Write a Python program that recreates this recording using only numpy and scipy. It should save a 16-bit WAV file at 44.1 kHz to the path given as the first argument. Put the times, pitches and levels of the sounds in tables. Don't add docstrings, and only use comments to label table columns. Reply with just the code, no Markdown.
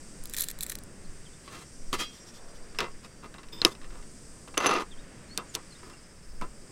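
import sys
import numpy as np
from scipy import signal
from scipy.fft import rfft, irfft, next_fast_len
from scipy.io import wavfile
from scipy.ndimage import uniform_filter1d

SR = 44100
rng = np.random.default_rng(int(sys.argv[2]) if len(sys.argv) > 2 else 0)


def unload_audio(sound):
    columns = np.transpose(np.atleast_2d(sound))
    steps = np.round(np.clip(columns, -1, 1) * 32767)
    wavfile.write(sys.argv[1], SR, steps.astype(np.int16))


N = 295911
T = np.arange(N) / SR



def undb(db):
    return 10 ** (np.asarray(db) / 20)


def unit(x):
    return x / np.sqrt(np.mean(x ** 2))


def curve(rows):
    return np.interp(T, *np.transpose(rows))


def low(x, hz):
    return signal.sosfilt(signal.butter(2, hz, fs=SR, output="sos"), x)


def high(x, hz):
    return signal.sosfilt(signal.butter(2, hz, "high", fs=SR, output="sos"), x)


def colour(x, points):
    size = next_fast_len(N)
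    hz, db = np.transpose(points)
    bin_hz = np.arange(1, size // 2 + 2) * SR / size
    gain = undb(np.interp(np.log(bin_hz), np.log(hz), db))
    return irfft(rfft(x, size) * unit(gain), size)[:N]


def shaped(x, points):
    grid = np.linspace(0, SR / 2, 513)
    hz, db = np.transpose(points)
    power = undb(2 * np.interp(np.log(grid + 1), np.log(hz), db))
    taps = signal.minimum_phase(signal.firwin2(1023, grid, power, fs=SR))
    return signal.fftconvolve(x, taps / np.sqrt(np.sum(taps ** 2)))[:N]


def ring(x, modes):
    out = 0
    for hz, db, decay_s in modes:
        pole = np.exp((2j * np.pi * hz - np.log(1000) / decay_s) / SR)
        out = out + undb(db) * signal.lfilter([0, pole.imag], [1, -2 * pole.real, abs(pole) ** 2], x)
    return out


def add(out, start_s, x):
    i = int(start_s * SR)
    out[i:i + len(x)] += x[:N - i]


def fade(decay_s, length=.25):
    return np.exp(-np.log(1000) * T[:int(length * SR)] / decay_s)


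def walk(rate):
    k = int(SR / rate)
    steps = np.repeat(rng.standard_normal(N // k + 1), k)
    return 1.7764 * uniform_filter1d(uniform_filter1d(steps, k), k)[:N]


def grit(rate, spread_db, decay_s):
    strength_db = spread_db * np.minimum(rng.exponential(size=N), 3)
    hit = (rng.random(N) < rate / SR) * undb(2 * strength_db)
    power = np.abs(signal.fftconvolve(hit, fade(decay_s / 2, length=.02))[:N])
    return unit(np.sqrt(power) * rng.standard_normal(N))


def swell(peak_s, rise_s, fall_s):
    out, near = np.zeros(N), np.abs(T - peak_s) < .5
    late = T[near] - peak_s
    width = np.where(late < 0, rise_s, fall_s)
    out[near] = np.exp(-np.abs(late / width) ** np.where(late < 0, 2, 1.4))
    return out


# pitch_hz, level_db (per Hz)
AIR_COLOUR = [(20, -5.5), (60, -4), (110, -6), (180, -3.5), (300, -8.5), (550, -13.5), (800, -21.5),
              (1800, -19), (3400, -28), (4350, -30), (4650, -22), (6900, -24.5), (8400, -18), (9500, -26),
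              (10500, -37.5), (13000, -42.5), (16000, -49)]
# start_s, level_db
AIR_LEVEL = [(0.0, -49.5), (0.6, -49), (2.2, -51), (3.7, -50.5), (4.56, -50), (4.67, -60.5), (4.86, -50.5),
             (6.71, -49.5)]


def air():
    noise, out = colour(rng.standard_normal(N), AIR_COLOUR), 0
    for hz in 50 * 3. ** np.arange(6):
        band = signal.sosfiltfilt(signal.butter(2, hz, fs=SR, output="sos"), noise)
        out = out + band * undb(1.2 * walk(3.))
        noise = noise - band
    return undb(curve(AIR_LEVEL)) * (out + noise)


# start_s, level_db
WIND_LEVEL = [(0.0, -53.5), (0.3, -36.5), (0.97, -41.5), (0.99, -35.5), (1.74, -57), (1.96, -36.5),
              (2.2, -65.5), (2.41, -46), (3.31, -43), (3.53, -53.5), (3.98, -45), (4.17, -60), (4.52, -42),
              (5.17, -52.5), (5.31, -47), (6.24, -53.5), (6.28, -38.5), (6.71, -53)]
GUST_DB, GUSTS_PER_S = 3, 5.7


def wind():
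    points = [(3, -14.0), (8, 3.5), (16, -3.5), (30, -14), (60, -27.5), (150, -71.0)]  # pitch_hz, level_db
    swings = unit(colour(rng.standard_normal(N), points))
    return undb(curve(WIND_LEVEL) + GUST_DB * walk(GUSTS_PER_S)) * swings


# start_s, level_db, pitch_hz of the tick, hopper_db (ring against the tick)
BEAN_TICKS = [(0.238, -28.5, 10030, -34), (0.256, -23, 11060, -18.5), (0.2727, -36, 8410, -20),
              (0.2972, -27, 10830, -17), (0.31, -35, 7620, -15), (0.329, -34, 6910, -28),
              (0.3371, -17.5, 7189, -17.5), (0.3448, -27.5, 5810, -1), (0.3496, -27.5, 8364, -29.5),
              (0.3663, -16, 13870, -19), (0.371, -23, 11400, -20), (0.374, -24, 7656, -10),
              (0.3854, -14, 9039, -18.5), (0.396, -22.5, 12890, -18.5), (0.4038, -20.5, 7760, -23),
              (0.408, -10.5, 12000, -30), (0.4194, -15, 13430, -16.5), (0.423, -14, 13220, -27),
              (0.437, -22.5, 7686, -11), (0.4408, -17.5, 10090, -16), (0.4734, -46, 12000, -19.5),
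              (0.486, -17.5, 7751, -17), (0.5004, -27, 7310, -17.5), (0.5037, -24, 7996, -18.5),
              (0.5129, -22.5, 12490, -20), (0.5885, -28, 7514, -17), (0.608, -20.5, 7613, -10),
              (0.6154, -28.5, 11300, -25), (0.6203, -32, 10100, -22), (0.6264, -25, 8418, -13.5),
              (0.6305, -20, 12400, -24.5), (0.6336, -15.5, 8229, -17.5), (0.641, -29.5, 7282, -15),
              (0.665, -25, 7757, -10.5), (0.6974, -16.5, 5954, -20.5), (0.7007, -21.5, 10260, -11.5),
              (0.7104, -35, 8185, -16.5), (0.7178, -24, 10690, -24), (0.7207, -23, 11400, -12),
              (0.7268, -29, 5760, -16), (0.7536, -19, 9887, -16), (0.787, -29.5, 5980, -18),
              (0.8363, -33.5, 8720, -29.5)]
# peak_s, rise_s, fall_s, level_db
BEAN_SPILLS = [(.34, 0.01442, 0.0185, -45), (.385, 0.016433, 0.0533, -30), (.50, 0.00991, 0.0132, -42.5),
               (.63, 0.01265, 0.01526, -41), (.705, 0.02723, 0.03028, -42.5)]
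# pitch_hz, level_db, decay_s
HOPPER_MODES = [(1860.4, -6.5, 0.01481), (2365, -3.5, 0.003555), (3573.3, -9.5, 0.01756),
                (3974.3, -2.5, 0.013022), (4263.9, -10, 0.01514), (7675.5, -13, 0.02453)]


def beans():
    (ticks, blows, bed), t = np.zeros((3, N)), T[:441]
    for s, db, hz, hopper_db in BEAN_TICKS:
        noise = rng.standard_normal((2, len(t)))
        tone = np.sin(2 * np.pi * hz * t) * fade(0.00499, length=.01)
        crackle = 1.085 * noise[0] * fade(0.009646, length=.01)
        add(ticks, s, undb(db) / 2 ** .5 * (tone + crackle))
        add(blows, s, undb(db + hopper_db) * noise[1] * fade(0.0034556, length=.01))
        body = np.sin(2 * np.pi * rng.uniform(1654.0, 5309.6) * t)
        add(bed, s, undb(db + hopper_db) * body * fade(0.008975, length=.01))
    spills = sum(undb(db) * swell(*shape) for *shape, db in BEAN_SPILLS)
    small = spills * grit(1000.0, 2.524, 0.00661)
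    hopper = undb(-6.5) * ring(blows + undb(-15.5) * small, HOPPER_MODES)
    return low(high(ticks + small, 6937.0), 12946.0) + high(hopper + undb(-2.5) * bed, 1868.6)


# start_s, length_s, first_hz, middle_hz, last_hz, level_db
BIRD_CHIRPS = [(1.04, 0.02289, 4746, 4179, 3779, -62), (1.24, 0.0478, 4090, 3172, 2813, -59),
               (1.33, 0.0196, 3360, 3564, 3664, -61.5), (4.901, 0.04647, 4130, 3250, 3024, -61),
               (4.97, 0.05002, 3064, 3790, 3651, -63.5), (5.285, 0.1071, 4132, 4469, 4606, -56),
               (5.391, 0.02074, 3702, 3565, 3599, -61), (5.483, .055, 7259, 6817, 6578, -55.5),
               (5.699, 0.03737, 4800, 4225, 4052, -58), (5.749, 0.02777, 3533, 3786, 4152, -60),
               (5.931, 0.02646, 2737, 2741, 2806, -60.5)]
CHIRP_ATTACK, CHIRP_FADE_DB = 0.1557, -9


def birds():
    out, waver = np.zeros(N), walk(150.)
    for s, length, *hz, db in BIRD_CHIRPS:
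        u = T[:int(length * SR)] / length
        fade_db = CHIRP_FADE_DB * np.maximum(u - CHIRP_ATTACK, 0)
        waver_db = 2.58 * waver[int(s * SR):][:len(u)]
        attack = np.sqrt(np.sin(np.pi * u)) * np.minimum(u / CHIRP_ATTACK, 1)
        level = attack * undb(db + fade_db + waver_db)
        pitch = np.interp(u, [0, .5, 1], hz) * (1 + .005 * waver[:len(u)])
        add(out, s, np.sqrt(2) * level * np.sin(2 * np.pi * np.cumsum(pitch) / SR))
    tail = fade(0.06583)
    echo = rng.standard_normal(len(tail)) * tail
    return out + undb(-24) * signal.fftconvolve(out, echo)[:N]


BLOWS = { "tin": [(1.477, -40.5, 1117, -11.5, -12, -18.5, -1), (1.929, -26, 1149, -7.5, 3, -30.5, -1.5)],
         "lid": [(2.747, -34.5, 1114, -18.5, -22.5, -24, -10.5), (2.787, -18, 2658, -7, -9.5, -8.5, -5.5),
         (2.804, -17, 1354, -1, -7.5, -17, -7.5), (3.341, -35, 1563, -7.5, -13, -20, -10.5),
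         (3.383, -30.5, 1076, -6.5, -30.5, -21.5, -12), (3.432, -37, 1866, -12, -14.5, -21.5, -8.5),
         (3.486, -42, 1995, -7, -13.5, -11, -12.5), (3.6168, -4, 4133, -14.5, -33.5, -27.5, -25.5),
         (3.649, -1.5, 3197, 2.5, -9.5, -11.5, -19.5), (3.751, -38, 1045, -11, -19.5, -9.5, -11),
         (3.815, -35.5, 1822, -16.5, -22.5, -27, -11), (3.833, -40, 1080, -7.5, -17.5, -14.5, -14),
         (3.844, -33, 1816, -15, -22.5, -32.5, -12), (3.904, -38.5, 1470, -15, -21.5, -20.5, -11),
         (4.026, -45, 2057, -9, -16.5, -20, -8)], "crank": [(4.476, -30.5, 880, -19.5, -19, -27.5, -8.5),
         (4.482, -38, 910, -10.5, -6.5, -23.5, -9.5), (4.541, -29, 1060, -20.5, -28.5, -35.5, -7),
         (4.572, -19, 1177, -7, -28.5, -34, 0), (4.5768, -10, 1944, 3.5, -5.5, -15.5, -8),
         (4.603, -21.5, 1121, 2, -16, -26.5, -10.5), (4.626, -27, 1060, 0, -20.5, -28, -14),
         (4.6597, -1.5, 1086, -5, -24, -29, -14.5), (4.665, -9, 1242, -4, -15, -10.5, -12),
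         (4.671, -12.5, 1251, -2.5, -21, -37.5, -9.5), (4.692, -19, 1251, 1.5, -25, -34.5, -8.5),
         (4.71, -14.5, 1240, -5, -23, -34.5, -7), (4.738, -15, 1266, -4.5, -14, -27, -11.5),
         (4.762, -17, 1247, -8, -29, -35, -9.5), (4.776, -18.5, 1221, -9.5, -29.5, -34, -15.5),
         (4.786, -20.5, 1229, -11, -32, -38, -11)], "shaft": [(5.375, -18, 3275, 1.5, -0.5, -13, -11.5),
         (5.5505, -14.5, 5820, -14.5, -3.5, -19.5, -19.5), (5.557, -31, 5796, -12, 0, -20.5, -15),
         (5.898, -31.5, 3940, -11, -14.5, -31, -13.5)], "body": [(3.6488, -13, 347.5, -20.5, -34, -19, -14),
         (5.831, -37.5, 979, -7, -14, -26.5, -7.5), (6.413, -27.5, 1323, -6.5, -12, -25.5, -7),
         (6.42, -23.5, 1003, -21, -31, -13, -9.5)], "rim": [(2.272, -44.5, 3623, -9.5, -16.5, -13, -16)], }
BLOW_SOUND = {"tin": (4700, 0.1314, 0.0957, 0.5, -5.5), "lid": (3788, .0095, 0.1127, 1.5, -29.5),
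              "crank": (2780, .0075, 0.0631, -2, -41.5), "shaft": (2299.5, 0.0011, 0.1681, -2, -26.5),
              "body": (2200, 0.036, 0.1325, -6.5, -10.5), "rim": (5060, .012, .1, -4, -24)}
THUMP_DECAY_S = 0.08867


def knock(thing, own, click, crack, dull, bright, boom):
    high_hz, click_decay, table_decay, bright_db, thump_db = BLOW_SOUND[thing]
    t = T[:len(fade(1))]
    for s, db, low_hz, high_db, crack_db, own_db, table_db in BLOWS[thing]:
        noise = rng.standard_normal((3, len(t)))
        tones = np.sin(2 * np.pi * low_hz * t) + undb(high_db) * np.sin(2 * np.pi * high_hz * t)
        add(click, s, undb(db) * tones / 2 ** .5 * fade(click_decay) * (1 - fade(0.0017603)) ** 2)
        add(crack, s + 0.00045, undb(db + crack_db) * noise[0] * fade(0.009894))
        add(own, s + .0005, undb(db + own_db) * np.ones(1))
        tail = undb(db + table_db) * noise[1] * (1 - fade(0.005573)) * fade(table_decay)
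        add(dull, s, tail)
        add(boom, s, undb(db + thump_db) * noise[2] * fade(THUMP_DECAY_S))
        add(bright, s, undb(bright_db) * tail * fade(0.2453))


SLIDES = { "tin": [(1.47, 0.03908, 0.0155, -56.5, -59, -60.5), (1.55, 0.04069, 0.04955, -43, -51.5, -71),
          (1.63, 0.0316, 0.00839, -56, -57, -60), (1.942, 0.01033, 0.016434, -28, -34, -38),
          (2.007, .019, 0.02959, -33, -35, -32.5)], "lid": [(2.825, 0.01622, 0.03574, -29, -63.5, -61.5),
          (3.055, 0.01855, 0.01001, -43.5, -55, -53.5), (3.245, 0.01651, 0.02015, -39, -60.5, -74),
          (3.355, 0.01184, 0.00887, -47, -66, -69.5), (3.662, 0.00517, 0.02712, -33.5, -40, -59.5),
          (3.95, 0.046, 0.06194, -49.5, -68.5, -82)], "crank": [(4.63, 0.0325, 0.0686, -23.5, -48.5, -47),
          (4.70, 0.0481, 0.03955, -27.5, -57.5, -51), (4.76, 0.04035, 0.02639, -24.5, -55, -59.5),
          (4.81, 0.02156, 0.01897, -31, -50, -68)], "shaft": [(5.545, 0.00522, 0.0154, -46.5, -42, -60)],
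          "body": [(5.385, 0.00553, 0.01984, -47.5, -68, -38.5), (5.87, 0.05576, 0.08285, -50, -64, -64),
          (6.425, 0.00702, 0.02386, -45, -74, -38.5), (6.70, 0.0182, .018, -57, -69, -69.5)],
          "rim": [(2.17, 0.0859, 0.03536, -70, -57, -63.5), (2.29, 0.034, 0.015, -64, -55.5, -67),
          (2.37, 0.03547, 0.02468, -65.5, -55, -59.5), (2.49, 0.0152, 0.0211, -71.5, -63, -66),
          (2.56, 0.0207, 0.02506, -72.5, -59, -72.5), (3.53, 0.00592, 0.03356, -56, -63.5, -47),
          (3.60, 0.05068, 0.013, -54.5, -65, -50.5), (3.725, 0.01992, 0.00807, -49.5, -50, -50.5)], }
SLIDE_FEEL = {"tin": (0, -8, 902.5, 2.5, -1.515), "lid": (-7, -9, 900., 2.5, 0.0017),
              "crank": (-5.5, -23.5, 800.5, 2.5, 0.0395), "shaft": (2, -5, 900., 2, -2.24),
              "body": (-15, 0.5, 899.5, 2.5, -0.0478), "rim": (-1.5, 1.5, 900., 2, -0.1721)}


def rub(thing, modes, own, crack, dull, bright, boom):
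    bright_db, boom_db, contacts, spread_db, contact_decay = SLIDE_FEEL[thing]
    rough = grit(contacts, spread_db, contact_decay)
    gathered = np.sqrt(sum(undb(2 * db) * decay * SR / 4 / np.log(1000) for _, db, decay in modes))
    for s, rise, fall, table_db, hiss_db, own_db in SLIDES[thing]:
        push = swell(s, rise, fall) * rough
        dull += undb(table_db) * push
        bright += undb(table_db + bright_db) * push
        boom += undb(table_db + boom_db) * push
        crack += undb(hiss_db) * push
        own += undb(own_db) * push / gathered


# pitch_hz, level_db, decay_s
TABLE_MODES = [(236.6, -4.5, 0.042), (354, -12, 0.027), (513.54, -9.5, 0.07203), (735.4, -5, 0.0447),
               (1001.1, -3, 0.0844), (1095.4, -1.5, 0.1045), (1243, 0, 0.08785), (1365.3, -8, 0.0721),
               (1443.4, -18.5, .1), (825.38, -7.5, 0.13), (1761, -11, 0.0843), (2050, -6.5, 0.11343),
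               (2718, -3, 0.0797)]
# pitch_hz, level_db (per Hz)
THUD_COLOUR = [(50, -47), (150, -26.5), (330, 1), (700, -12), (1200, 1.5), (1700, -6.5), (2800, -8),
               (5000, -14.5), (9000, -31), (16000, -61)]
THUD_DB = -2.0566


def table_top(dull, bright):
    table = low(low(dull, 1770.0), 1770.0) + high(bright, 1820.0)
    ringing = low(high(ring(table, TABLE_MODES), 223.0), 4766.0)
    return undb(-35.5) * ringing + undb(THUD_DB) * shaped(table, THUD_COLOUR)


THING_MODES = { "tin": [(2207, -10, .14), (2519, -8, .18), (2735, -16, .3), (2900, -8, .13), (3171, -6, .2),
               (3252, -2.5, .28), (3467, -8, .11), (3650, -12, .2), (4032, -2, .13), (4727, -5.5, .15),
               (5319, -9, .1), (7084, -18, .07)], "lid": [(2620, -2, .03), (2900, 0, .015), (3800, 0, .015),
               (5200, 3, .018), (7600, -13, .025), (11200, -12, .025)], "crank": [(6090, 0, .08),
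               (6530, -14, .06), (10140, -6, .04), (13960, -29, .08), (15600, -38, .08)],
               "shaft": [(3618.7, 3, 0.0268), (8003, 1, 0.01894), (10410, 0.5, 0.02224),
               (13960, -6, 0.0356)], "body": [(1009.7, -3, 0.07186), (1265, 2.5, 0.04623)],
               "rim": [(953, -6, .05), (3620, -1, .04), (5060, 0, .03), (7700, -14, .04), (13500, -19, .04),
               (15200, -26, .05)], }
# pitch_hz, level_db (per Hz)
HISS_COLOUR = [(1500, -23), (3000, 3), (6000, 2.5), (10000, -5), (14000, -15), (16000, -20)]
# pitch_hz, level_db (per Hz)
BOOM_COLOUR = [(40, -15.5), (90, -5.5), (200, -6), (370, -0.5), (550, -13.5), (1500, -47.5)]


def handling():
    out, dull, bright, boom, crack = np.zeros((5, N))
    for thing, modes in THING_MODES.items():
        own = np.zeros(N)
        knock(thing, own, out, crack, dull, bright, boom)
        rub(thing, modes, own, crack, dull, bright, boom)
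        out += high(ring(own, modes), 836.0)
    return out + shaped(crack, HISS_COLOUR) + shaped(boom, BOOM_COLOUR) + table_top(dull, bright)


# (middle_s, stroke_number)
CRICKET_SONGS = [ ([(4600, -7), (4960, -6), (5320, -4), (5705, 0), (6070, -9), (6820, -12), (7570, -9)],
                 [(1.64, -83.5, 0), (1.66, -61.5, -0.5), (2.28, -58.5, 2), (2.45, -59, -7),
                 (2.75, -61.5, -8), (3.4, -66.5, -5.5), (4.6, -71, -2), (5.0, -84.5, 0.5)], [(1.605, -4),
                 (2.219, 5), (3.062, 17), (5.07, 46)]), ([(4690, -2), (5070, -1), (5250, 0)],
                 [(5.3, -85, -0.5), (5.65, -65, 0.5), (6.2, -66, 2), (6.71, -67, 0)], [(5.076, -12),
                 (6.824, 15)]), ]
STROKE_SHARE = .65


def cricket():
    out = 0
    for tones, rows, strokes in CRICKET_SONGS:
        s, level_db, tilt_db = np.transpose(rows)
        level, tilt = np.interp(T, s, level_db), np.interp(T, s, tilt_db)
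        from_middle = np.abs((curve(strokes) + .5) % 1 - .5)
        stroke = uniform_filter1d(1. * (from_middle < STROKE_SHARE / 2), size=300)
        for k, (hz, db) in enumerate(tones):
            gain = undb(level + db + tilt * (hz / 1000 - 5) + 1.9 * walk(9.0))
            out = out + stroke * gain * np.sin(2 * np.pi * hz * T + 0.84 * walk(30.) + k * k)
    return out


def scene():
    return (air() + wind() + beans() + birds() + handling() + cricket())[None]


def record(dry):
    top_cut = signal.ellip(8, .2, 70, 16000, fs=SR, output="sos")
    return signal.sosfilt(top_cut, np.clip(dry, -.95, .95))


dry = scene()
out = record(dry)
unload_audio(out)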